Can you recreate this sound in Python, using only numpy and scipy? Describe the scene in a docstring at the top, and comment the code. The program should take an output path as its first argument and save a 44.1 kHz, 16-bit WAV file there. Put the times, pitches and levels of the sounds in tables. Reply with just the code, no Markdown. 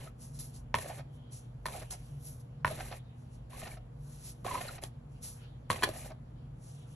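"""A plastic scoop digs fine powder from a plastic tub and tips it over a printed film, repeatedly.
Most digs open with a knock that rings the tub wall; packed powder then crunches and creaks under the rim.
Once, the scoop's neck raps on the tub. Each pour is a soft, bright hiss of grains with a patter of crumbs.
Behind: faint swishes, sleeve rustle, machine hum. Small workroom, close microphone pair."""
import sys
import numpy as np
from scipy import signal
from scipy.fft import rfft, irfft, next_fast_len
from scipy.io import wavfile

SR = 44100
rng = np.random.default_rng(int(sys.argv[2]) if len(sys.argv) > 2 else 0)


def int16_out(signal):
    """Quantize to a 16-bit WAV file."""
    q = np.round(np.clip(np.atleast_2d(signal).T, -1, 1) * 32767)
    wavfile.write(sys.argv[1], SR, q.astype(np.int16))


N = 306495

# machine lines: (frequency [Hz], relative level [dB], waver [dB])
HUM_LINES = [(120.4, -49.5, -1), (142.9, -54.5, 4.5), (239, -65.5, 3.5), (477, -72, 2.5)]
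# arm reaches: (fastest [s], relative level [dB], rise [s], t60 [s])
ARM_REACHES = [(1.25, -82, 0.18, 0.69), (2.0, -69, 0.28, .8), (3.08, -79, 0.15, 0.83),
               (4.2, -70, 0.18, 0.67), (5.44, -63.5, 0.092, 0.21), (6.68, -73, 0.056, 1.7)]
# breath-like swishes: (peak [s], level [dB], rise [s], t60 [s], band centre [Hz])
SOFT_SWISHES = [(1.25, -74, 0.21, 0.56, 3220), (3.08, -78, .05, .2, 3720)]
# pours: (fullest [s], relative level [dB], rise [s], t60 [s], sparkle offset [dB], patter offset [dB])
POURS = [(0.222, -57, 0.035, 0.29, -16, -25), (0.355, -60, 0.032, 0.39, -28, -18),
         (0.391, -50.5, 0.004, 0.29, -7.5, -5), (0.562, -57.5, 0.033, 0.1, -20, -5.5),
         (1.15, -76.5, 0.053, 0.13, -14, -20), (1.335, -54, 0.024, 0.25, -26, -14),
         (1.911, -45.5, 0.0081, 0.11, -23, -18), (2.07, -69.5, 0.46, 0.7, -13, -24),
         (2.278, -56, 0.074, 0.29, -5, -19), (2.406, -66.5, 0.018, 0.022, -10, -10),
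         (3.19, -75.5, 0.043, 0.62, -21.5, -12), (3.345, -70.5, .05, 0.13, -30, -6),
         (4.14, -63.5, 0.15, 1, -12, -11), (4.291, -51.5, 0.084, 0.096, -13, -10),
         (5.13, -77, .05, 0.98, -26, -20), (5.244, -48, 0.026, 0.34, -13, -11.5),
         (6.686, -63, 0.1, 0.66, -33, -18), (6.905, -69, .04, 0.68, -18, -21)]
# strokes through powder: (start [s], deepest [s], end [s], relative hiss [dB], relative crunch [dB])
DIG_STROKES = [(-0.02, 0.0, 0.082, -59, -55), (0.739, 0.806, 1, -53.5, -51),
               (1.649, 1.743, 1.85, -53.5, -52), (1.908, 1.925, 1.897, -68, -51.5),
               (2.66, 2.66, 2.973, -52.5, -50.5), (3.495, 3.63, 3.755, -55, -53),
               (4.441, 4.493, 4.77, -52, -47), (4.813, 4.83, 4.87, -53, -54.5),
               (5.694, 5.693, 5.94, -52, -48), (5.928, 5.998, 6.105, -53.5, -54.5)]
# creaks: (middle [s], relative tone [dB], pitch [Hz], length [s], relative rasp [dB], roughness [ratio])
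CREAKS = [(0.07, -47.5, 645, .013, -58, 0.7), (0.077, -46.5, 1307, 0.0057, -60, 0.27),
          (0.858, -40.5, 582, 0.023, -59, 0.63), (0.905, -41, 698, 0.029, -51.5, 1.1),
          (0.994, -47, 632, 0.036, -53.5, 1.3), (1.756, -42, 691, .022, -66, 1.2),
          (1.782, -44, 720, 0.0054, -72, 0.33), (1.825, -46, 628, 0.017, -51, 1.1),
          (1.937, -49, 732, 0.032, -54.5, 1.2), (2.713, -37, 604.5, 0.018, -55, 0.83),
          (2.79, -39.5, 610, 0.01, -49, 0.41), (2.807, -46.5, 756, .013, -43, .5),
          (2.923, -41.5, 761.5, .016, -44, .6), (2.937, -43.5, 667, .015, -54, 0.86),
          (3.534, -48, 1037, .006, -56, 0.16), (3.552, -51, 1050, .01, -63, .4),
          (3.618, -49, 720, 0.0076, -50, 0.8), (3.633, -43.5, 638, 0.0086, -52, 0.32),
          (3.663, -45, 760, .008, -48.5, .7), (3.677, -47, 832, 0.013, -46, 0.73),
          (3.718, -47, 2290, 0.0058, -65, .3), (3.731, -49.5, 669, .016, -70, 0.7),
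          (3.775, -50, 664, 0.016, -59, 0.59), (4.455, -34, 518, 0.0078, -60, 0.31),
          (4.467, -26.5, 722, 0.0039, -41, 0.33), (4.484, -37, 1084, 0.015, -49, .25),
          (4.515, -32.5, 1017, 0.013, -48.5, .25), (4.528, -41, 990, 0.0064, -61, .25),
          (4.545, -30, 985, 0.0056, -44, .2), (4.555, -27, 1013, .012, -44, 0.36),
          (4.583, -35, 1014, 0.012, -44.5, 0.32), (4.615, -38, 704, 0.012, -43.5, 0.18),
          (4.653, -43.5, 600, 0.0076, -69, 0.35), (4.685, -41, 4200, 0.0078, -54, 1.8),
          (4.692, -39, 1402, 0.0084, -50, 0.23), (4.786, -47, 704, 0.011, -52, .7),
          (4.829, -47, 624, .009, -56, 0.58), (5.879, -32.5, 596, 0.0086, -51, 0.65),
          (5.967, -44.5, 624, 0.016, -55.5, 1.06), (6.06, -46.5, 634, 0.022, -55.5, 0.83),
          (6.113, -46.5, 638, 0.023, -55, 1.3)]
# scoop neck on tub rim: (time [s], relative ring [dB], brightness [Hz], relative snap [dB])
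NECK_RAPS = [(5.8237, -23.5, 2600, -42), (5.8317, -20, 4200, -28), (5.8358, -17, 5000, -21.5),
             (5.8401, -26, 5000, -25), (5.8451, -27, 5000, -29)]
# scoop on tub wall: (time [s], relative ring [dB], brightness [Hz], relative grit [dB],
# pitch [ratio], ring time [ratio])
TUB_KNOCKS = [(0.7421, -12, 3130, -45, 0.99, 0.9), (0.751, -23, 4500, -37, 1.18, 0.54),
              (0.757, -31, 3500, -38, 1.1, .9), (0.7858, -28.5, 3800, -41, 1.03, 0.69),
              (1.6563, -23, 2050, -37, 0.99, 1.16), (1.6632, -29.5, 3000, -32, 1.2, 0.52),
              (1.6843, -31.5, 1700, -42, 0.99, 1.0), (1.908, -41, 4000, -41, 1.05, 0.34),
              (2.6466, -12.5, 2290, -46, 0.98, 0.93), (2.6561, -35, 3000, -38, 1.0, 0.59),
              (2.666, -27, 2800, -46, 0.98, 0.72), (2.677, -27, 3200, -38, 0.96, 0.75),
              (4.447, -25.5, 1020, -51, 1.07, 0.91), (4.4646, -32, 2500, -40.5, 0.89, 0.54),
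              (4.837, -58, 6100, -34, 0.83, 0.66), (5.701, -11, 1690, -34.5, 1.05, 0.91),
              (5.707, -30, 4500, -28, 1.17, 1.0), (5.715, -33, 4500, -30.5, 1.21, 0.65),
              (5.729, -33, 3500, -37, 1.04, .9), (5.761, -33, 3000, -45, 1.06, 0.85),
              (5.8334, -20.5, 1800, -34, 0.98, 1.3), (5.849, -16, 402, -50, .95, 0.94),
              (5.8893, -18.5, 1200, -35.5, 0.62, 0.68)]

# body modes: (nominal frequency [Hz], relative level [dB], nominal t60 [s])
TUB_MODES = [(83, -21.5, 0.46), (157.6, -17.5, 0.14), (230.6, -26.5, 0.22), (400, -23, 0.053),
             (472, -20, 0.09), (626, -11, 0.0346), (920, 1, 0.021), (1024, -0.5, 0.02), (1046, -8, 0.038),
             (1530, -5, 0.016), (1756, -13, 0.0349), (1818, -4.5, 0.023), (1930, -7, 0.0208),
             (2320, -3.5, 0.011), (2630, -14, 0.036), (3080, -10.5, 0.02), (3450, -8.5, 0.016),
             (3660, -6, 0.0091), (4116, -13, 0.02), (5600, 2, 0.007), (6540, -3, 0.0076)]
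SCOOP_MODES = [(367, -13.5, 0.072), (500, -19.5, 0.084), (704, -13.5, .03), (1056, -1.5, 0.057),
               (1500, -10, 0.031), (1740, -6, .05), (1927, -8.5, .038), (2455, -9.5, .04), (3000, -7, .018),
               (3400, -6.5, 0.0285), (3990, -9, .025), (4350, -10, .028), (4360, -9.5, .028),
               (5400, -11, 0.027)]

# source and echo spectra: (frequency [Hz], relative level [dB])
AIR_SPECTRUM = [(20, -38.5), (33, -26), (47, 7.5), (65, -4), (85, -1.5), (105, -5), (135, 3), (175, -8.5),
                (260, -12.5), (360, -21.5), (650, -23.5), (1500, -35.5), (3600, -51), (6000, -53),
                (8500, -51), (11000, -51.5), (13000, -71)]
CLOTH_SPECTRUM = [(700, -10), (1400, -1), (2100, -3), (3200, 1), (4200, -6), (6000, -13.5), (11000, -40),
                  (13000, -35.5)]
POUR_SPECTRUM = [(600, -11.5), (2000, -19.5), (3200, -15.5), (4500, -10.5), (5800, -3), (7300, -6),
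                 (8800, 2), (10000, 0), (11000, -1.5), (12000, -22.5), (13000, -32), (14000, -46)]
PATTER_SPECTRUM = [(500, -9.5), (2000, -17), (3200, -10), (4200, 2.5), (6000, -7), (8000, -6), (11000, -20),
                   (13000, -47)]
SPARKLE_SPECTRUM = [(8000, -39), (10500, 4), (11700, 3.5), (12800, -20), (14000, -40)]
DIG_HISS_SPECTRUM = [(2000, -28.5), (3500, -14), (5000, -7), (6500, -5.5), (7700, -4), (8800, 5.5),
                     (10000, -7.5), (11100, 1), (12000, -11.5), (13000, -66)]
CRUNCH_SPECTRUM = [(150, 6), (330, -2.5), (480, 1), (650, -1), (950, -6.5), (1350, -16), (2100, -12),
                   (3000, -13), (4200, -9), (5500, -27.5), (9000, -86)]
RASP_SPECTRUM = [(500, -0.5), (1300, 0.5), (1800, 0.5), (2500, -2), (3200, -12.5), (4200, -6),
                 (5500, -10.5), (9000, -38)]
GRIT_SPECTRUM = [(500, 7), (2000, -6.5), (3200, 2.5), (4200, 4.5), (6500, -2), (7800, -3), (8900, 13.5),
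                 (10000, 4.5), (11200, 0.5), (12500, -10), (14000, -52.5)]
TUB_ECHO_SPECTRUM = [(200, 5), (600, -2.5), (3000, 1.5), (9000, -4.5)]
ROOM_ECHO_SPECTRUM = [(300, 0), (3000, -0.5), (11000, -8)]

# off-centre tub: (frequency [Hz], left minus right [dB])
TUB_BALANCE = [(250, 4.5), (600, -3.5), (1000, -4), (1500, 0), (2200, 3.5), (3500, -3), (5800, 0.5)]
# microphone pair width: (frequency [Hz], side gain [dB])
MIC_WIDTH = [(150, -21), (300, -6.5), (600, 3.5), (1900, -2), (2700, 3), (4300, 2.5), (5900, -6), (7200, 4),
             (9200, -23), (10800, 8), (12300, -8)]
# microphone pair phase: (frequency [Hz], left lead [rad])
MIC_PHASE = [(20, 0), (450, 0), (1000, .5), (2000, .2), (4200, .5), (4800, 3.1), (5450, 5.9), (6200, 6.4),
             (8300, 9.0), (9600, 9.5), (11900, 12.5), (14000, 12.566)]


def from_db(db):
    """Decibels to gain."""
    return 10 ** (np.asarray(db) / 20)


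def unit_rms(x):
    """Scale to unit power."""
    return x / np.sqrt(np.mean(x ** 2) + 1e-20)


def decay(t, t60_s):
    """Exponential fall, 60 dB per t60_s."""
    return np.exp(-np.log(1000) * t / t60_s)


def colour(x, spectrum):
    """Filter by (Hz, dB) points on a log frequency axis."""
    size = next_fast_len(x.shape[-1] + 512)
    hz, db = np.transpose(spectrum)
    grid_hz = np.maximum(np.fft.rfftfreq(size, 1 / SR), 1)
    gain = from_db(np.interp(np.log(grid_hz), np.log(hz), db))
    return irfft(rfft(x, size) * gain, size)[..., :x.shape[-1]]


def drift(rate_hz):
    """Random wander, unit RMS."""
    knots = rng.standard_normal(8192)
    return unit_rms(np.interp(np.arange(N) / SR * rate_hz, np.arange(len(knots)), knots))


def shifting_bands(x, depth_db, rate_hz, count):
    """Overlapping bands swell and fade independently."""
    size = next_fast_len(N + 512)
    spectrum, hz = rfft(x, size), np.fft.rfftfreq(size, 1 / SR)
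    centres_hz = np.geomspace(1500, 12000, count)
    bands = (irfft(spectrum * np.interp(hz, centres_hz, peak), size)[..., :N] for peak in np.eye(count))
    return sum(band * from_db(depth_db * drift(rate_hz)) for band in bands)


def swells(rows, crest_s):
    """Gain of gestures that build, crest and die; summed in power."""
    t, power = np.arange(0, N, 20) / SR, 0
    for peak_s, db, rise_s, t60_s in rows:
        building = np.exp(-2 * (np.minimum(t - peak_s, 0) / rise_s) ** 2)
        dying = decay(np.hypot(np.maximum(t - peak_s, 0), crest_s) - crest_s, t60_s)
        power += (from_db(db) * building * dying) ** 2
    return np.interp(np.arange(N) / SR, t, np.sqrt(power))


def grains(per_s, spread_db):
    """Tiny fractures: impulses of random time, size and sign."""
    sizes = from_db(spread_db * np.minimum(rng.exponential(1, N), 4)) * rng.choice([-1, 1], N)
    return sizes * (rng.random(N) < per_s / SR)


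def grain_patch(per_s, spread_db, side_db):
    """Stereo patch of powder: shared grains plus weaker side grains."""
    mid, side = grains(per_s, spread_db), grains(per_s, spread_db)
    return mid + from_db(side_db) * side * np.array([[1], [-1]])


def modal_ring(t, modes, bright_hz, pitch_ratio, t60_ratio, vary_db):
    """Modes after one touch; soft contact omits the high ones, pressure damps them."""
    hz, db, t60_s = np.transpose(modes)[:, :, None]
    strength = from_db(db + vary_db * rng.standard_normal(hz.shape)) / np.hypot(1, (hz / bright_hz) ** 3)
    sign = (-1) ** ((np.arange(len(modes)) + 1) // 2)[:, None]
    tones = np.sin(2 * np.pi * hz * pitch_ratio * t)
    return np.sum(sign * strength * decay(t, t60_s * t60_ratio) * tones, axis=0)


def grit_burst(t, t60_s):
    """Bright, dying burst of contact noise."""
    return unit_rms(colour(rng.standard_normal(len(t)), GRIT_SPECTRUM)) * decay(t, t60_s)


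def add_echoes(x, wet_db, t60_s, spectrum):
    """Dense, dying reflections, different per side."""
    t = np.arange(SR // 2) / SR
    tail = colour(rng.standard_normal((2, len(t))), spectrum) * (t > 0.0015) * decay(t, t60_s)
    tail = from_db(wet_db) * unit_rms(tail) / np.sqrt(len(t))
    return x + signal.fftconvolve(np.atleast_2d(x), tail, axes=1)[:, :N]


def machine(air_db, hum_gain_db):
    """Wavering mains and motor lines over air rumble."""
    t, hum = np.arange(N) / SR, 0
    for hz, db, waver_db in HUM_LINES:
        amplitude = np.sqrt(2) * from_db(db + hum_gain_db + waver_db * drift(6))
        hum += amplitude * np.sin(2 * np.pi * hz * t + 0.2 * waver_db * drift(5))
    return hum + from_db(air_db) * unit_rms(colour(rng.standard_normal((2, N)), AIR_SPECTRUM))


def sleeve(gain_db):
    """Cloth rustles, never quite still, louder on each reach."""
    motion = np.hypot(from_db(-80.5), swells(ARM_REACHES, crest_s=0.025))
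    cloth = shifting_bands(rng.standard_normal((2, N)), depth_db=4.0, rate_hz=18, count=8)
    return from_db(gain_db) * motion * unit_rms(colour(cloth, CLOTH_SPECTRUM))


def swishes(width_hz):
    """Faint, narrow, breath-like swishes near 3-4 kHz."""
    out = 0
    for *swell, hz in SOFT_SWISHES:
        band = signal.butter(2, [hz - width_hz / 2, hz + width_hz / 2], "band", fs=SR, output="sos")
        band_noise = unit_rms(signal.sosfilt(band, rng.standard_normal((2, N))))
        out += swells([swell], crest_s=0.066) * band_noise
    return out


def grain_hiss(flow, sparkle, spectrum, gain_db, flutter_db, side_db):
    """Loose grains rub and land; the fastest add a high sparkle."""
    rubs = grain_patch(per_s=12000, spread_db=3.5, side_db=side_db) * from_db(flutter_db * drift(70))
    rubs = shifting_bands(rubs, depth_db=0.1, rate_hz=25, count=10)
    hiss = flow * unit_rms(colour(rubs, spectrum))
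    top = sparkle * unit_rms(colour(rubs, SPARKLE_SPECTRUM))
    return from_db(gain_db) * (hiss + top)


def pours(crest_s):
    """Powder slides off in a swell of hiss; crumbs patter on the film."""
    flow = swells([row[:4] for row in POURS], crest_s)
    sparkle = swells([(s, db + top_db, rise, t60) for s, db, rise, t60, top_db, _ in POURS], crest_s)
    patter_rows = [(s, db + patter_db, rise, t60) for s, db, rise, t60, _, patter_db in POURS]
    crumbs = unit_rms(colour(grain_patch(per_s=1500, spread_db=1.5, side_db=-6.5), PATTER_SPECTRUM))
    hiss = grain_hiss(flow, sparkle, POUR_SPECTRUM, gain_db=3.5, flutter_db=1.05, side_db=-9.5)
    return hiss + swells(patter_rows, crest_s=0.008) * crumbs


def dig_loads(attack_s, sink_db_per_s, ease_db, release_db_per_s):
    """Hiss and crunch gains: load grows as the scoop sinks, eases as it lifts."""
    t, hiss, crunch = np.arange(0, N, 20) / SR, 0, 0
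    for start_s, deepest_s, end_s, hiss_db, crunch_db in DIG_STROKES:
        release = from_db(-release_db_per_s * np.maximum(t - end_s, 0))
        contact = np.clip((t - start_s) / attack_s, 0, 1) * release
        lifted = np.clip((t - deepest_s) / max(end_s - deepest_s, attack_s), 0, 1)
        load_db = -sink_db_per_s * np.maximum(deepest_s - t, 0) - ease_db * lifted
        hiss += contact * from_db(hiss_db + load_db)
        crunch += contact * from_db(crunch_db + load_db)
    return [np.interp(np.arange(N) / SR, t, gain) for gain in (hiss, crunch)]


def rim_chatter(load, gain_db, per_s, bright_hz, spots):
    """The loaded rim slips in jerks; each spot ticks the wall at its own pitch."""
    t, ticks = np.arange(SR // 10) / SR, 0
    rings = [modal_ring(t, TUB_MODES, bright_hz, pitch_ratio, t60_ratio=0.7, vary_db=4.5)
             for pitch_ratio in np.geomspace(0.7, 1.25, spots)]
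    for ring in rings:
        ticks += signal.oaconvolve(grains(per_s / spots, spread_db=1.0), ring)[:N]
    return from_db(gain_db) * load * unit_rms(ticks)


def lump_bursts(load, gain_db, per_s, band_hz, ring_cycles, pitches):
    """Lumps burst against the hollow scoop, each a brief ring."""
    t, out = np.arange(SR // 25) / SR, 0
    for hz in np.geomspace(*band_hz, pitches):
        age = np.log(1000) * t * hz / ring_cycles
        ring = age * np.exp(-age) * np.sin(2 * np.pi * hz * t)
        out += signal.oaconvolve(grains(per_s / pitches, spread_db=3.0), ring)[:N]
    return from_db(gain_db) * load * unit_rms(out)


def powder_crunch(load, gain_db, slip_db):
    """Packed powder yields in uneven bursts of fractures."""
    fractures = grain_patch(per_s=1300, spread_db=0.5, side_db=-5) * from_db(slip_db * drift(110))
    return from_db(gain_db) * load * unit_rms(colour(fractures, CRUNCH_SPECTRUM))


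def powder_creaks(tone_gain_db, overtone_db, rasp_gain_db, glide_octaves):
    """Stick-slip in squeezed powder: short gliding groans; each slip cracks a few grains."""
    out, t = np.zeros(N), np.arange(N) / SR
    jitter = drift(450) + 1j * drift(450)  # uneven slips widen the tone into a band
    rasp = from_db(rasp_gain_db) * unit_rms(colour(grains(per_s=3500, spread_db=0.5), RASP_SPECTRUM))
    for middle_s, tone_db, hz, length_s, rasp_db, roughness in CREAKS:
        near = np.abs(t - middle_s) < 2 * length_s
        progress = (t[near] - middle_s) / length_s
        slip_hz = hz * 2 ** (glide_octaves * rng.standard_normal() * progress)
        phase = 2 * np.pi * np.cumsum(slip_hz) / SR
        tone = np.exp(1j * phase) + from_db(overtone_db) * np.exp(2j * phase)
        uneven = (1 + roughness * jitter[near]) / np.sqrt(1 + 2 * roughness ** 2)
        slips = from_db(tone_db + tone_gain_db) * np.real(uneven * tone)
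        cracks = from_db(rasp_db) * rasp[near] * (1 + np.cos(phase))
        out[near] += np.exp(-np.pi * progress ** 2) * (slips + cracks)
    return out


def neck_raps(ring_gain_db, snap_gain_db, snap_t60_s):
    """Hard plastic on plastic: a snap, then the scoop rings freely."""
    out, t = np.zeros(N + SR), np.arange(SR // 7) / SR
    for time_s, ring_db, bright_hz, snap_db in NECK_RAPS:
        ring = modal_ring(t, SCOOP_MODES, bright_hz, pitch_ratio=0.99, t60_ratio=0.84, vary_db=3.0)
        snap = from_db(snap_db + snap_gain_db) * grit_burst(t, snap_t60_s)
        at = round(time_s * SR)
        out[at:at + len(t)] += from_db(ring_db + ring_gain_db) * ring + snap
    return out[:N]


def judder(gap_s, scatter, ring_drops_db, grit_drop_db, rebound_bright_hz):
    """Yield each knock, then its weaker rebounds, uneven in time and pitch."""
    for time_s, ring_db, bright_hz, grit_db, pitch_ratio, t60_ratio in TUB_KNOCKS:
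        yield time_s, ring_db, bright_hz, grit_db, pitch_ratio, t60_ratio
        for drop_db in ring_drops_db:
            stretch, detune = np.exp(scatter * rng.standard_normal(2))
            time_s += gap_s * stretch
            grit_db -= grit_drop_db
            yield time_s, ring_db - drop_db, rebound_bright_hz, grit_db, pitch_ratio * detune, t60_ratio


def tub_knocks(ring_gain_db, grit_gain_db, grit_t60_s):
    """The scoop strikes and judders; each touch rings the tub and cracks grains."""
    out, t = np.zeros(N + SR), np.arange(SR // 7) / SR
    hits = judder(gap_s=0.011, scatter=0.11, ring_drops_db=(21, 30),
                  grit_drop_db=13, rebound_bright_hz=4010)
    for time_s, ring_db, bright_hz, grit_db, pitch_ratio, t60_ratio in hits:
        ring = modal_ring(t, TUB_MODES, bright_hz, pitch_ratio, t60_ratio, vary_db=2.0)
        grit = from_db(grit_db + grit_gain_db) * grit_burst(t, grit_t60_s)
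        at = round(time_s * SR)
        out[at:at + len(t)] += from_db(ring_db + ring_gain_db) * ring + grit
    return out[:N]


def scene():
    """Tub to one side, film straight ahead."""
    flow, load = dig_loads(attack_s=0.011, sink_db_per_s=71, ease_db=9.5, release_db_per_s=793)
    tub = tub_knocks(ring_gain_db=-6, grit_gain_db=2.0, grit_t60_s=0.019)
    tub += powder_creaks(tone_gain_db=-1.0, overtone_db=-19.5, rasp_gain_db=-2.0, glide_octaves=0.1011)
    tub += rim_chatter(load, gain_db=-6.5, per_s=260, bright_hz=5000, spots=8)
    tub += lump_bursts(load, gain_db=-4.5, per_s=600, band_hz=(1600, 2930), ring_cycles=12.3, pitches=9)
    tub += lump_bursts(load, gain_db=-5.0, per_s=160, band_hz=(501, 803), ring_cycles=8.1, pitches=6)
    tub += neck_raps(ring_gain_db=-5.5, snap_gain_db=2.0, snap_t60_s=0.016)
    tub = add_echoes(tub, wet_db=-15, t60_s=0.045, spectrum=TUB_ECHO_SPECTRUM)
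    tub += powder_crunch(load, gain_db=1.0, slip_db=2.5)
    left = colour(tub[0], [(hz, db / 2) for hz, db in TUB_BALANCE])
    right = colour(tub[1], [(hz, -db / 2) for hz, db in TUB_BALANCE])
    sparkle = from_db(-18.5) * flow  # few grains fly inside the tub
    dig_hiss = grain_hiss(flow, sparkle, DIG_HISS_SPECTRUM, gain_db=5.0, flutter_db=2.5, side_db=-7.0)
    work = np.array([left, right]) + dig_hiss + pours(crest_s=0.028)
    work = add_echoes(work, wet_db=-12.0, t60_s=0.15, spectrum=ROOM_ECHO_SPECTRUM)
    return work + sleeve(gain_db=2.0) + swishes(width_hz=330) + machine(air_db=-47.5, hum_gain_db=-2.5)


def record(dry, cutoff_hz=13700):
    """Close microphone pair: bass alike, treble out of step, top cut."""
    mid = (dry[0] + dry[1]) / 2
    side = colour((dry[0] - dry[1]) / 2, MIC_WIDTH)
    size = next_fast_len(N + 512)
    lead_rad = np.interp(np.fft.rfftfreq(size, 1 / SR), *np.transpose(MIC_PHASE))
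    right = irfft(rfft(mid - side, size) * np.exp(-1j * lead_rad), size)[:N]
    lowpass = signal.ellip(10, 0.1, 70, cutoff_hz, fs=SR, output="sos")
    return signal.sosfilt(lowpass, [mid + side, right])


dry = scene()
out = record(dry)
int16_out(out)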